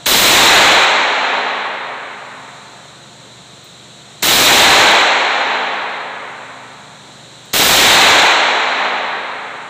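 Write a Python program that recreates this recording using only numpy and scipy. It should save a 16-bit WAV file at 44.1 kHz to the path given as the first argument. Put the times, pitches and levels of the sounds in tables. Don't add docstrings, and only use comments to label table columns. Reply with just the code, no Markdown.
import sys
import numpy as np
from scipy import signal
from scipy.fft import rfft, irfft
from scipy.io import wavfile
from scipy.ndimage import uniform_filter1d, minimum_filter1d

SR = 44100
rng = np.random.default_rng(int(sys.argv[2]) if len(sys.argv) > 2 else 0)


def invert_db(level):
    return 10 ** (np.asarray(level, dtype=float) / 20)


def int16_out(signal):
    q = np.round(np.clip(np.atleast_2d(signal).T, -1, 1) * 32767)
    wavfile.write(sys.argv[1], SR, q.astype(np.int16))


N = 427329
T = np.arange(N) / SR
ECHO_DB = 20.5
FULL_SCALE = .8
KNEE = .88


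def curve(hz, table, column):
    table = np.array(table, float)
    return np.interp(np.log(np.maximum(hz, 1)), np.log(table[:, 0]), table[:, column])


def colour(x, table):
    log_gain = curve(np.fft.rfftfreq(4096, 1 / SR), table, 1) * np.log(10) / 20
    cepstrum = irfft(log_gain)
    cepstrum[1:2048] *= 2
    cepstrum[2049:] = 0
    impulse = irfft(np.exp(rfft(cepstrum)))
    return signal.fftconvolve(x, impulse)[:len(x)]


def level(x, db):
    return x * invert_db(db) / np.sqrt(np.mean(x ** 2))


def walk(rate):
    hold = int(SR / rate)
    steps = np.repeat(rng.standard_normal(N // hold + 1), hold)
    return 1.3 * uniform_filter1d(uniform_filter1d(steps, hold), hold)[:N]


def ventilation():
    # pitch_hz, relative_density_db (dB per Hz)
    air = [(25, -40), (50, -34), (95, -17), (130, -12.5), (200, -9), (240, -15), (400, -17), (900, -19),
           (2400, -24), (4000, -23.5), (7400, -25), (11000, -15), (15000, -38.5)]
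    # pitch_hz, central_level_db (rms)
    fan = [(75.4, -56.5), (122.5, -45.5), (145.3, -47.5), (175, -55), (610, -58), (700, -55.5)]
    rush = level(colour(rng.standard_normal(N), air), -34.5)
    sound = rush * invert_db(0.47 * walk(2.86))
    for hz, db in fan:
        strength = np.sqrt(2) * invert_db(db + 1.0 * walk(10))
        sound = sound + strength * np.sin(2 * np.pi * hz * T + 0.34 * walk(3.3))
    return sound


def primer_snap(length):
    noise = rng.standard_normal(400)
    return invert_db(-17) * colour(noise, [(2000, -20), (5000, 11.0), (14000, 9)])[:length]


def muzzle_blast(s):
    age = s * 1000 / .2
    return invert_db(1) * (1 - age) * np.exp(-age)


def wavefield(size):
    modes_per_hz, mode_share, mode_top_hz = .12, 0.63, 1260
    hz = np.fft.rfftfreq(size, 1 / SR)
    dense = rng.standard_normal(len(hz)) + 1j * rng.standard_normal(len(hz))
    chance = modes_per_hz * SR / size
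    modes = dense * (rng.random(len(hz)) < chance) / np.sqrt(chance)
    share = mode_share / (1 + (hz / mode_top_hz) ** 2)
    spectrum = np.sqrt(share) * modes + np.sqrt(1 - share) * dense[::-1]
    return level(irfft(spectrum, size), 0)


def echo(field):
    # pitch_hz, start_db (before ECHO_DB and early_db), t60_s, early_db (extra at the start)
    hall_decay = [(60, -39, 1.2, -21), (161, -15, 3, 6.5), (210, -20, 3.04, 31.5), (430, 9, 2.73, -6),
                  (616, 12.5, 2.65, -9), (815, 20, 2.476, -16.5), (1084, 14, 2.74, -19),
                  (1310, 12, 2.76, -18.5), (2275, 14.5, 2.438, -12.5), (3785, 7, 2.02, -10.5),
                  (6400, 8.5, 1.547, -8), (9600, 4, 1.32, -6.5), (15400, 3, 0.31, -1)]
    early_t60_s = 3.54
    hz, s, z = signal.stft(field, SR, nperseg=512)
    start_db, t60, early_db = (curve(hz, hall_decay, column=k)[:, None] for k in (1, 2, 3))
    early = 1 + (invert_db(early_db) - 1) * 1000. 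** (-s / early_t60_s)
    gain = invert_db(start_db - 60 * s / t60) * early
    return invert_db(ECHO_DB) * signal.istft(z * gain, SR)[1][:len(field)]


def low_rings(s):
    # pitch_hz, start_db (before ECHO_DB and the slow rise), t60_s
    resonances = [(206, -30.5, 3.85), (261.6, -32, 4.05), (339.1, -33, 2.2), (439, -27, 3.1),
                  (543.4, -31, 4.08), (703, -32, 4.2), (733, -33.5, 3.9), (896, -18.5, 3.37)]
    waver_db, rise_s = 3.0, 0.81
    total = np.zeros(len(s))
    for hz, db, t60 in resonances:
        envelope = invert_db(db - 60 * s / t60 + waver_db * walk(4)[:len(s)])
        total += envelope * np.sin(2 * np.pi * hz * s)
    return total * invert_db(ECHO_DB) * (1 - np.exp(-(s / rise_s) ** 2))


def hall_surge(s):
    # centre_s (after the shot), width_s, change_db
    swells = [(0.698, 0.17, 2), (1.018, 0.24, -3), (1.75, 0.92, 1.5)]
    near_walls_db, near_walls_s = 2.5, 0.015
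    change_db = near_walls_db * np.exp(-s / near_walls_s)
    for centre, width, db in swells:
        change_db = change_db + db * np.exp(-((s - centre) / width) ** 2)
    return invert_db(change_db)


def shots():
    # start_s, strength_db (of blast and hall; the primer snap stays fixed)
    firing = [(.0618, 0), (4.227, 0), (7.536, 0)]
    size, lead = 5 * SR, int(.0036 * SR)
    s = T[:size]
    out = np.zeros(N + size)
    hall = wavefield(size)
    rings, blast, surge = low_rings(s), muzzle_blast(s), hall_surge(s)
    clumps = invert_db(5 * walk(300)[:size] * np.exp(-s / .12))
    onset = 1 - np.exp(-(s / 0.0013) ** 2)
    for t, db in firing:
        tail = echo(0.68 * hall + 0.48 * wavefield(size)) * clumps * onset
        start = int(t * SR)
        out[start:start + size] += invert_db(db) * (blast + surge * (tail + rings))
        out[start - lead:start] += primer_snap(lead)
    return out[:N]


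def clicks():
    # start_s, gain_db (on the coloured tick)
    action = [(3.642, -31), (7.453, -37)]
    steel = [(5000, -21), (7000, -8), (12500, 12), (13600, 3), (14600, 15), (15200, 7)]  # Hz, dB
    s, out = T[:8000], np.zeros(N)
    for t, db in action:
        tick = rng.standard_normal(len(s)) * (np.exp(-s / 0.0052) + .3 * np.exp(-s / .055))
        start = int(t * SR)
        out[start:start + len(s)] += invert_db(db) * colour(tick, steel)
    return out


def scene():
    return np.tile(shots() + ventilation() + clicks(), (2, 1))


def microphone_port(x):
    # pitch_hz, gain_db
    port = [(2800, 0.5), (4000, 6), (4350, 3.5), (4900, -5.5), (5800, 1.5), (7400, 5.5), (8500, -1.5),
            (10500, -21.5), (14800, -13.5), (16000, -17)]
    return colour(x, port)


def follow(power, seconds):
    a = np.exp(-1 / (seconds * SR))
    return signal.lfilter([(1 - a) ** 2], [1, -2 * a, a ** 2], power)


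def gain_control(x, knee_db=-40, slope=0.24):
    smooth_s, attack_s, duck_db = .05, .001, 12
    power = np.maximum(follow(x ** 2, smooth_s), follow(x ** 2, attack_s) / 20)
    excess_db = 10 * np.log10(power + 1e-12) - knee_db
    return x * invert_db(-np.clip(slope * excess_db, 0, duck_db))


def limiter(x):
    size = 2 * int(.001 * SR) + 1
    room = np.clip(KNEE * FULL_SCALE / (np.abs(x) + 1e-9), invert_db(-2.0), 1)
    return x * uniform_filter1d(minimum_filter1d(room, size=size), size=size)


def overload(x, back=0.73, lean=.05):
    u = signal.resample_poly(x, 2, 1) / FULL_SCALE
    excess = np.maximum(np.abs(u) - 1, 0)
    u = u + lean * signal.lfilter([.002], [1, .002 - 1], excess)
    w = np.where(np.abs(u) < 1, u, np.sign(u) * (1 + back * (np.abs(u) - 1)))
    zigzag = np.arcsin(np.sin(np.pi / 2 * w)) * 2 / np.pi
    over = np.maximum(np.abs(zigzag) - KNEE, 0)
    rounded = zigzag - np.sign(zigzag) * over ** 2 / (2 - 2 * KNEE)
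    return FULL_SCALE * signal.resample_poly(rounded, 1, 2)


def amplifier(x):
    # pitch_hz, gain_db
    electronics = [(20, -12), (150, -5.5), (300, -2), (3000, -0.85), (4050, 3), (4400, -3.5), (4900, -5),
                   (6000, -5.5), (7500, -4), (10500, -12), (14500, -4), (15300, -2.5), (15700, -40),
                   (16400, -70)]
    return colour(x, electronics)


def low_pass(x):
    return signal.sosfilt(signal.butter(12, 16450, fs=SR, output="sos"), x)


def record(dry):
    picked_up = microphone_port(dry[0])
    held_down = limiter(gain_control(picked_up))
    folded = overload(held_down)
    mix = np.tile(amplifier(folded), (2, 1))
    return low_pass(mix)


dry = scene()
out = record(dry)
int16_out(out)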